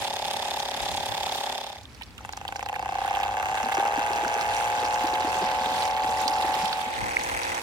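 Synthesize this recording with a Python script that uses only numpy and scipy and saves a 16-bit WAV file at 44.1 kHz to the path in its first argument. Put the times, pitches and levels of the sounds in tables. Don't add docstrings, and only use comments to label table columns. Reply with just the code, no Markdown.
import sys
import numpy as np
from scipy import signal
from scipy.io import wavfile
from scipy.ndimage import uniform_filter1d

SR = 44100
rng = np.random.default_rng(int(sys.argv[2]) if len(sys.argv) > 2 else 0)


def int16_out(signal):
    q = np.round(np.clip(np.atleast_2d(signal).T, -1, 1) * 32767)
    wavfile.write(sys.argv[1], SR, q.astype(np.int16))


N = 336042
TIME = np.arange(N) / SR
SIDES = np.array([[1], [-1]])
CLOSE_FADE = (-1, -.5, 1.51, 1.85)
FAR_FADE = (1.6, 1.9, 6.5, 7.2)
INTAKE_FADE = (6.72, 7.07, 8, 9)


def undb(db):
    return 10 ** (np.asarray(db) / 20)


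def unit(x):
    return x / np.sqrt(np.mean(x ** 2))


def pan(left_minus_right_db):
    return undb(left_minus_right_db * SIDES / 2)


def band(x, lo_hz, hi_hz, order=2):
    sos = signal.butter(order, [lo_hz, min(hi_hz, .45 * SR)], "band", fs=SR, output="sos")
    return signal.sosfilt(sos, x)


def walk(rate):
    hold = int(SR / rate)
    steps = np.repeat(rng.standard_normal(N // hold + 1), hold)
    return 1.52 * uniform_filter1d(uniform_filter1d(steps, hold), hold)[:N]


def fade(times):
    return np.interp(TIME, times, [0, 1, 1, 0]) ** 0.98


def mixed(levels_db):
    places = zip((CLOSE_FADE, FAR_FADE, INTAKE_FADE), levels_db)
    return np.sqrt(sum((fade(times) * undb(db)) ** 2 for times, db in places))


def clicks(times, sizes):
    out, place = np.zeros(N + 1), np.clip(times * SR, 0, N - 1)
    whole = place.astype(int)
    np.add.at(out, whole, sizes * (1 - place + whole))
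    np.add.at(out, whole + 1, sizes * (place - whole))
    return out[:N]


def add(out, start_s, sound):
    i = int(start_s * SR)
    out[:, i:i + sound.shape[1]] += sound[:, :N - i]


def small(start_s, end_s, db, scatter_db, lo_hz, hi_hz, count):
    u = rng.random((count, 3))
    starts = start_s + (end_s - start_s) * u[:, 0]
    levels = db + scatter_db * (2 * u[:, 1] - 1)
    return list(zip(starts, levels, lo_hz * (hi_hz / lo_hz) ** u[:, 2]))


def bubble(t, hz, cycles, glide, order=1):
    u = t * hz / cycles
    return (u * np.exp(1 - u)) ** order * np.sin(2 * np.pi * hz * t * (1 + glide * t))


def blows(speed, rates, db, angles, strengths, scatter_db, jitter_ms, lag_ms):
    running = TIME >= speed[0][0]
    turns = np.cumsum(np.interp(TIME, *np.transpose(speed)) * running) / SR + TIME / N
    whole = np.arange(int(np.interp(speed[-1][0] + .2, TIME, turns)))
    rate = np.interp(np.interp(whole + .5, turns, TIME), *np.transpose(speed))
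    angles, strengths = np.array(angles).T, np.array(strengths).T
    at = np.interp([whole + np.interp(rate, angles[0], a) for a in angles[1:]], turns, TIME)
    share = undb([np.interp(rate, strengths[0], c) for c in strengths[1:]])
    share = share / np.sqrt(np.sum(share ** 2, 0) * rate / SR)
    chance = rng.standard_normal((2, *at.shape))
    size = share * undb(np.interp(rate, rates, db) + scatter_db * chance[0])
    times = at + jitter_ms * (chance[1] + chance[1, 0]) / 1000
    return np.array([clicks(times + lag_ms / 1000, size), clicks(times, size)])


def rattled(hits, share, fade_s, wide):
    keep = np.exp(-1 / (fade_s * SR))
    noise = unit(rng.standard_normal(N) + wide * rng.standard_normal((2, N)))
    tail = signal.lfilter([np.sqrt(1 - keep ** 2)], [1, -keep], hits)
    return np.sqrt(1 - share) * hits + np.sqrt(share) * noise * tail


def ring(x, modes, place):
    t = np.arange(SR // 8) / SR
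    shape = 0
    for mode in modes:
        hz, t60_s, gain = mode[0], mode[1], undb(mode[2 + place])
        shape = shape + gain * np.exp(-np.log(1000) * t / t60_s) * np.sin(2 * np.pi * hz * t)
    return signal.oaconvolve(x, -shape[None] / np.sqrt(np.sum(shape ** 2)), axes=1)[:, :N]


# frequency in Hz, 60 dB decay time in seconds, relative level in dB close, far and at the intake.
BOOM_MODES = [(438, 0.035, -34, -15, -6), (545.3, 0.065, -42, -8, -1), (617, 0.041, -48, -17, -20),
              (769, 0.059, -3.5, -7, -13), (800.7, 0.068, 3.5, 3, -3), (840.5, 0.036, 1.5, 6.5, 12.5),
              (945, 0.0083, -36, -0.5, 15)]
CLACK_MODES = [(1233, 0.03, -12, 5, -29), (1590, 0.0082, -29, 14.5, -41), (2113, 0.0058, -3, 14, 15.5),
               (2654, 0.015, -44, 6.5, -25), (3647, 0.0046, 13.5, -32, -32), (4650, 0.0035, 9, -2, 0),
               (6040, 0.0028, 3.5, 7, 3.5), (7970, 0.0024, -7, -31, 6), (12500, 0.001, 3, -3, -20)]
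REBOUND_MS, REBOUND_DB = 1.193, -4


def pump(speed, level, knocks, clacks, place, scatter_db, jitter_ms, rattle, boom_lag_ms, clack_lag_ms):
    rates, boom_db, clack_db = np.transpose(level)
    boom = blows(speed, rates, boom_db, *knocks, scatter_db, jitter_ms, boom_lag_ms)
    boom = rattled(boom, rattle, fade_s=.005, wide=.5)
    clack = blows(speed, rates, clack_db, *clacks, scatter_db + 1.2, .04, clack_lag_ms)
    clack = clack + undb(REBOUND_DB) * np.roll(clack, int(REBOUND_MS * SR / 1000), axis=1)
    clack = rattled(clack, .15, fade_s=.002, wide=.7)
    boom = band(ring(boom, BOOM_MODES, place), 490, 1180)
    return boom + band(ring(clack, CLACK_MODES, place), 1000, 18000)


# time in seconds, turns per second.
CLOSE_SPEED = [(0, 34.57), (1.8, 34.57)]
# shaft speed in turns per second, boom level in dB, clack level in dB.
CLOSE_LEVEL = [(34.57, -29.5, -37)]
CLOSE_KNOCK_ANGLES = [(34.57, .414, .58, .599, .716, .829)]
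CLOSE_CLACK_ANGLES = [(34.57, .435, .61, .76)]
# turns per second, then a relative strength in dB for each blow.
CLOSE_KNOCKS = [(34.57, -16.5, -0.091, -0.2, -4, 2.5)]
CLOSE_CLACKS = [(34.57, -5.5, 0, -0.5)]


def close_pump():
    return pump(CLOSE_SPEED, CLOSE_LEVEL, (CLOSE_KNOCK_ANGLES, CLOSE_KNOCKS),
                (CLOSE_CLACK_ANGLES, CLOSE_CLACKS), place=0,
                scatter_db=.6, jitter_ms=.02, rattle=.03, boom_lag_ms=-.06, clack_lag_ms=.1)


WHISTLE_HZ, WHISTLE_DB = 5157, -14


def whistle():
    db = CLOSE_LEVEL[0][2] + WHISTLE_DB + 1.6 * walk(14)
    return undb(db) * np.sin(2 * np.pi * np.cumsum(WHISTLE_HZ + 1.5 * walk(20)) / SR)


# multiple of the shaft speed, rms level in dB.
CLOSE_HUM = [(7, -58), (11, -54), (12, -62), (13, -61), (14, -62), (16, -51), (17, -54), (18, -54)]
INTAKE_HUM = [(7.3, -54.5), (9, -51), (12, -48), (13, -55)]


def hum(orders, speed):
    out = 0
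    for order, db in orders:
        gain = np.sqrt(2) * undb(db + 0.44 * walk(15))
        out = out + gain * np.sin(2 * np.pi * (order * speed[0][1] * TIME + rng.random()))
    return out


BURST_LAG_S = .0002
BURST_PAN_DB = -6.5


def droplets(count):
    out, t = np.zeros((2, N)), np.arange(SR // 100) / SR
    lagged = np.maximum(t - np.array([[BURST_LAG_S], [0]]), 0)
    lo_hz, hi_hz = 1600, 6000
    for when, strength, pitch, side in rng.random((count, 4)):
        size = undb(2 - 3.4 * np.log(strength + 0.066)) * pan(BURST_PAN_DB + 8 * (side - .5))
        add(out, when * N / SR, size * bubble(lagged, lo_hz * (hi_hz / lo_hz) ** pitch, 2.2, glide=21.4))
    return out


def patter():
    when, strength, side = rng.random((2400, 3)).T
    size = undb(-5.3 * np.log(strength + .008))
    decay = np.exp(-1 / (.0015 * SR))
    bursts = np.array([clicks(when * N / SR, size * w) for w in (np.sqrt(side), np.sqrt(1 - side))])
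    return unit(signal.lfilter([1], [1, -decay], bursts))


# frequency in Hz, relative level in dB per Hz.
SPRAY_COLOUR = [(150, -22), (260, -22), (450, -31), (620, -28), (800, -15), (1300, -32), (2000, -28.5),
                (3200, -29.5), (4840, -37), (8000, -38.5), (15500, -53)]
SPRAY_DB = (-44, -43.5, -43)
SPRAY_DB_PER_TURN_S = 1.02
SPRAY_DULL_DB = 0.06
PATTER_DB = (-1, 3, -1)
TREBLE_PAN_DB = -4


def water():
    slower = FAR_SPEED[-1][1] - np.interp(TIME, *np.transpose(FAR_SPEED))
    gain = mixed((SPRAY_DB[0], SPRAY_DB[1] - SPRAY_DB_PER_TURN_S * slower, SPRAY_DB[2]))
    depth = mixed(PATTER_DB) / mixed((0, 0, 0))
    drops = patter()
    colour_hz, colour_db = np.transpose(SPRAY_COLOUR)
    out, swell = 0, walk(11)
    for hz in 150 * 2 ** np.arange(0, 7, .5):
        db = np.interp(np.log(hz), np.log(colour_hz), colour_db) + 1.5 * swell + 1.6 * walk(12)
        db = db - SPRAY_DULL_DB * max(np.log2(hz / 4000), 0) * slower * fade(FAR_FADE)
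        mid, side = rng.standard_normal((2, N))
        wide = min(hz / 1300., 1.05)
        pricks = .45 * drops + .75 * np.roll(drops, rng.integers(N), axis=1)
        noise = (mid + wide * side * SIDES) * (1 + wide ** 2 * depth * pricks)
        treble_pan = pan(TREBLE_PAN_DB * np.exp(-np.log2(hz / 9600) ** 2 * 4))
        out = out + undb(db) * treble_pan * band(noise, hz * 2 ** -.25, hz * 2 ** 0.24)
    out = out / np.sqrt(np.mean(band(out, 4500, 14000) ** 2)) * pan(-3)
    return (out + depth * droplets(count=2200)) * gain


# middle in seconds, level in dB, half length in seconds (to 1/e), left minus right in dB.
GUSTS = [(0.01, -50, 0.021, -18), (.17, -60, 0.093, -6), (0.833, -50, 0.022, 18), (0.957, -42, 0.075, -1),
         (1.106, -49, 0.035, 18), (1.225, -51, 0.042, -9), (6.894, -52, 0.052, 6),
         (7.037, -40.5, 0.055, 13), (7.207, -54, 0.092, 20), (7.36, -53.5, 0.07, 25),
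         (7.51, -53, 0.043, 14)]
BREEZE_DB = (-57.5, -51, -56.5)
BREEZE_ALIKE = .75


def wind():
    rumbles = []
    for noise in rng.standard_normal((4, N)):
        rumbles.append(unit(band(noise, 48.0, 109.4, order=3) + undb(-10.0) * band(noise, 119, 304)))
    mid, side, puff_mid, puff_side = rumbles
    breeze = np.sqrt(1 + BREEZE_ALIKE) * mid + np.sqrt(1 - BREEZE_ALIKE) * side * SIDES
    gusts = 0
    for middle_s, db, half_s, pan_db in GUSTS:
        gusts = gusts + undb(db) * pan(pan_db) * np.exp(-((TIME - middle_s) / half_s) ** 2)
    return breeze * mixed(BREEZE_DB) + gusts * unit(puff_mid + .8 * SIDES * puff_side)


def air():
    noise = rng.standard_normal(N) + 0.3 * rng.standard_normal((2, N))
    return unit(band(noise, 150, 1460, order=1)) * undb(-54.5 + 1.4 * walk(2.82))


# start in seconds, peak of the hiss in dB before crack and pan, brightness in Hz.
HISS_BURSTS = [(.0747, -39, 8060), (0.1375, -28, 7800), (.2648, -32, 8000), (.3102, -28.5, 8000),
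               (.3326, -28, 8000), (.3681, -31, 8000), (.5636, -33, 12000), (.583, -33, 9000),
               (.600, -24, 5200), (.633, -35, 9500), (.6938, -34, 7400), (0.766, -31, 8000),
               (.8175, -27.5, 8000), (.8525, -33, 8000), (.9148, -28, 8050), (.9622, -29, 8000),
               (1.058, -26.5, 7960), (1.385, -22, 3000), (1.832, -39, 5500), (1.947, -39, 4500),
               (2.011, -33, 2000), (2.02, -27, 2530), (2.0324, -32, 4100), (2.18, -30, 2680),
               (2.255, -38, 8000), (2.325, -28.5, 5530), (2.369, -29, 6050), (2.479, -20.5, 3330),
               (2.563, -27.5, 5200), (2.628, -33.5, 5340), (2.658, -32, 4220), (2.607, -28, 2090),
               (2.687, -22.5, 2300), (2.740, -26, 1800), (2.755, -28, 2300), (3.039, -30, 1500),
               (3.059, -26, 1300), (3.087, -26, 2200), (3.13, -31, 1700), (3.15, -22, 2660),
               (3.183, -33, 6000), (3.200, -34, 5900), (3.210, -25, 2100), (3.2324, -20, 2740),
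               (3.4263, -22.5, 1520), (3.576, -22, 2980), (3.631, -28, 6200), (3.688, -24, 1150),
               (3.719, -18.5, 1960), (3.727, -28, 2400), (3.747, -24, 5300), (3.8746, -29, 5010),
               (4.16, -28, 4940), (4.248, -25, 1530), (4.2788, -25, 5170), (4.34, -25.5, 5600),
               (4.411, -23, 4550), (4.463, -30, 4810), (4.5356, -26, 3150), (4.565, -22.5, 5600),
               (4.8464, -27, 4500), (4.861, -27.5, 5500), (4.942, -27, 5500), (4.993, -34, 6000),
               (5.069, -23, 4280), (5.1362, -29, 5000), (5.153, -20.5, 2490), (5.2463, -26.5, 3380),
               (5.554, -31, 3030), (5.6311, -40, 4720), (5.6594, -21, 3070), (5.7595, -22, 3310),
               (5.8226, -19, 3500), (5.8766, -23.5, 3370), (5.911, -28, 3920), (5.995, -28, 3600),
               (6.0442, -39, 4400), (6.215, -27.5, 7950), (6.2789, -14.5, 4570), (6.337, -24, 4460),
               (6.3836, -26, 3780), (6.424, -21.5, 3280), (6.4496, -26, 2220), (6.4937, -32, 3280),
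               (6.541, -21.5, 3660), (6.6203, -28, 4700), (6.655, -20, 3250), (6.728, -18.5, 3300),
               (7.1936, -30, 4500), (7.235, -25.5, 6540), (7.432, -23, 4540), (7.48, -29, 5000),
               (7.5478, -27, 5840)]
CRACK_DB, FIZZ_DB = -14, -8


def hiss_bursts():
    out, t = np.zeros((2, N)), np.arange(SR // 20) / SR
    small_splats = small(3.4, 6.75, db=-29.5, scatter_db=4, lo_hz=1200, hi_hz=4500, count=70)
    for start_s, db, hz in HISS_BURSTS + small_splats:
        noise = rng.standard_normal(len(t)) + .5 * rng.standard_normal((2, len(t)))
        hiss = band(noise, hz * .8, hz * 1.3)
        hiss[0] = np.roll(hiss[0], int(BURST_LAG_S * SR))
        burst = hiss * np.exp(-t / 0.0046) * np.minimum(t / 0.00043, 1)
        edge = np.exp(-t / 0.00026) + undb(FIZZ_DB) * np.exp(-t / 0.0053)
        crack = undb(CRACK_DB) * unit(band(noise, 4500, 12000, order=1)) * edge
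        add(out, start_s, undb(db) * pan(BURST_PAN_DB) * (burst / np.abs(burst).max() + crack))
    return out


# start in seconds, peak level in dB before pan, pitch in Hz, left minus right in dB.
POPS = [(1.768, -36, 2000, 0), (1.8546, -30, 3500, 0), (2.011, -32.5, 860, 1), (2.065, -41, 5260, 0),
        (2.085, -44, 4600, 0), (2.107, -40, 4400, 0), (2.180, -37, 7300, -11), (2.189, -37, 1290, 0),
        (2.212, -39, 6050, -5), (2.335, -28, 4000, 0), (4.2483, -22, 1480, 2), (4.609, -25, 1330, 0),
        (6.280, -25, 4830, 0), (6.658, -24, 3300, -8), (6.728, -24, 1490, 0), (7.1678, -7.5, 2130, -3)]
POP_LAG_S = .0001


def pops():
    out, t = np.zeros((2, N)), np.arange(SR // 20) / SR
    lagged = np.maximum(t - np.array([[POP_LAG_S], [0]]), 0)
    for start_s, db, hz, pan_db in POPS:
        pop = bubble(lagged, hz, cycles=2.7, glide=4.2, order=3)
        add(out, start_s, undb(db) * pan(pan_db) * pop)
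    return out


# time in seconds, turns per second.
FAR_SPEED = [(2.2, 23.56), (2.32, 23.75), (2.53, 28.57), (2.88, 31.49), (3.18, 32.88), (3.45, 34.45),
             (3.72, 35.6), (3.9, 37.5), (4.07, 38.39), (4.46, 38.39), (4.63, 39.74), (4.97, 40.23),
             (5.29, 41.09), (5.6, 41.2), (5.9, 41.7), (6.9, 41.8)]
# shaft speed in turns per second, boom level in dB, clack level in dB.
FAR_LEVEL = [(24.2, -42, -44), (28.9, -36, -41.5), (32.03, -30, -39), (33, -27.5, -34.5),
             (33.6, -29.5, -37.5), (35.3, -28, -34), (36.7, -24.5, -33), (38.25, -27, -33.5),
             (40.4, -26, -35), (42, -26, -39), (41.8, -17.5, -34)]
FAR_KNOCK_ANGLES = [(26.2, .166, .195, .272, .439, .657, .91), (41.7, .159, .205, .309, .494, .645, .935)]
FAR_CLACK_ANGLES = [(38, .158, .482, .828), (41.7, .158, .515, .83)]
# turns per second, then a relative strength in dB for each blow.
FAR_KNOCKS = [(28.3, 6.5, -47, -11, -14, -9, -5), (31.56, 0, 6, 6, 1, -18, -3),
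              (32.9, -4, -1, 0, -8, -9, 0.5), (33.85, -8, -2, -7, -3, -9, 2),
              (34.9, -8, -4, 1, -10, -8, 2.5), (35.6, 6, -46, -3, -45, -10, 5.5),
              (37, -41, -33, -14, -12, -22.5, -8), (37.95, -38, -33, -15, -12.5, -20, -8),
              (38.4, -21, -42, -20, -12.5, -14.5, -14.5), (40.1, 3.5, -42, 2, 2.5, -2.5, 5.5),
              (41.5, 1.5, -15, -11, 3, -5.5, 3.5), (41.8, -8, -1.5, -3.5, 0, -0.5, -1)]
FAR_CLACKS = [(29, 12, -28, -33), (31.2, 0, -12, -3), (32.8, 1, -3, -2), (33.9, -3, -7, 2),
              (36.4, -2, -7, -4), (38.7, -14, -15, -15.5), (41.7, -14.5, -1.5, -0.5)]


def far_pump():
    out = pump(FAR_SPEED, FAR_LEVEL, (FAR_KNOCK_ANGLES, FAR_KNOCKS),
               (FAR_CLACK_ANGLES, FAR_CLACKS), place=1,
               scatter_db=.7, jitter_ms=.015, rattle=.03, boom_lag_ms=-.1, clack_lag_ms=.23)
    return out * np.clip((TIME - FAR_SPEED[0][0]) / 0.023, 0, 1)


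# start in seconds, peak of the tone in dB, pitch in Hz.
PLOPS = [(3.635, -34, 215), (3.782, -24.5, 344), (3.851, -25, 450), (3.977, -27.5, 270), (4.103, -29, 357),
         (4.157, -29.5, 412), (4.232, -30, 326), (4.258, -33, 240), (4.361, -26.5, 408), (4.827, -26, 443),
         (5.039, -25, 290), (5.131, -31, 345), (5.245, -27, 293), (5.274, -29.5, 396), (5.354, -34, 378),
         (5.417, -26, 384), (5.661, -35, 415), (6.043, -36, 290), (6.092, -33, 474), (6.256, -37, 250),
         (6.294, -35.5, 279), (6.391, -32, 427), (6.444, -30, 328), (6.63, -34.5, 173), (6.866, -36.5, 224),
         (7.199, -40, 237)]
PLOP_SPLASH_DB = -5


def plops():
    out, t = np.zeros((2, N)), np.arange(SR // 20) / SR
    small_plops = small(3.5, 6.7, db=-40, scatter_db=5, lo_hz=170, hi_hz=560, count=60)
    for start_s, db, hz in PLOPS + small_plops:
        wet = unit(band(rng.standard_normal(len(t)), hz * .7, hz * 3.7))
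        splash = wet * np.exp(-t / 0.018) * np.minimum(t / 0.005, 1)
        plop = bubble(t, hz, cycles=1.32, glide=4.5) + undb(PLOP_SPLASH_DB) * splash
        add(out, start_s, np.ones((2, 1)) * undb(db) * plop)
    return out


# time in seconds, turns per second.
INTAKE_SPEED = [(6.7, 39.05), (7.62, 39.05)]
# shaft speed in turns per second, boom level in dB, clack level in dB.
INTAKE_LEVEL = [(39.05, -32.5, -35)]
INTAKE_KNOCK_ANGLES = [(39.05, .108, .381, .485, .629, .985)]
INTAKE_CLACK_ANGLES = [(39.05, .14, .315, .635, .965)]
# turns per second, then a relative strength in dB for each blow.
INTAKE_KNOCKS = [(39.05, 9.9, 0, 4.7, 4.1, 1)]
INTAKE_CLACKS = [(39.05, -5.5, 0, -9, 0)]


def intake_pump():
    return pump(INTAKE_SPEED, INTAKE_LEVEL, (INTAKE_KNOCK_ANGLES, INTAKE_KNOCKS),
                (INTAKE_CLACK_ANGLES, INTAKE_CLACKS), place=2,
                scatter_db=.6, jitter_ms=.015, rattle=.02, boom_lag_ms=.42, clack_lag_ms=.3)


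def scene():
    close = (close_pump() + whistle() + hum(CLOSE_HUM, CLOSE_SPEED)) * fade(CLOSE_FADE)
    far = far_pump() * fade(FAR_FADE)
    intake = (intake_pump() + hum(INTAKE_HUM, INTAKE_SPEED)) * fade(INTAKE_FADE)
    accents = hiss_bursts() + pops() + plops()
    return close + far + intake + water() + accents + wind() + air()


def record(dry):
    return signal.sosfilt(signal.ellip(10, .2, 80, 15950, fs=SR, output="sos"), dry)


dry = scene()
out = record(dry)
int16_out(out)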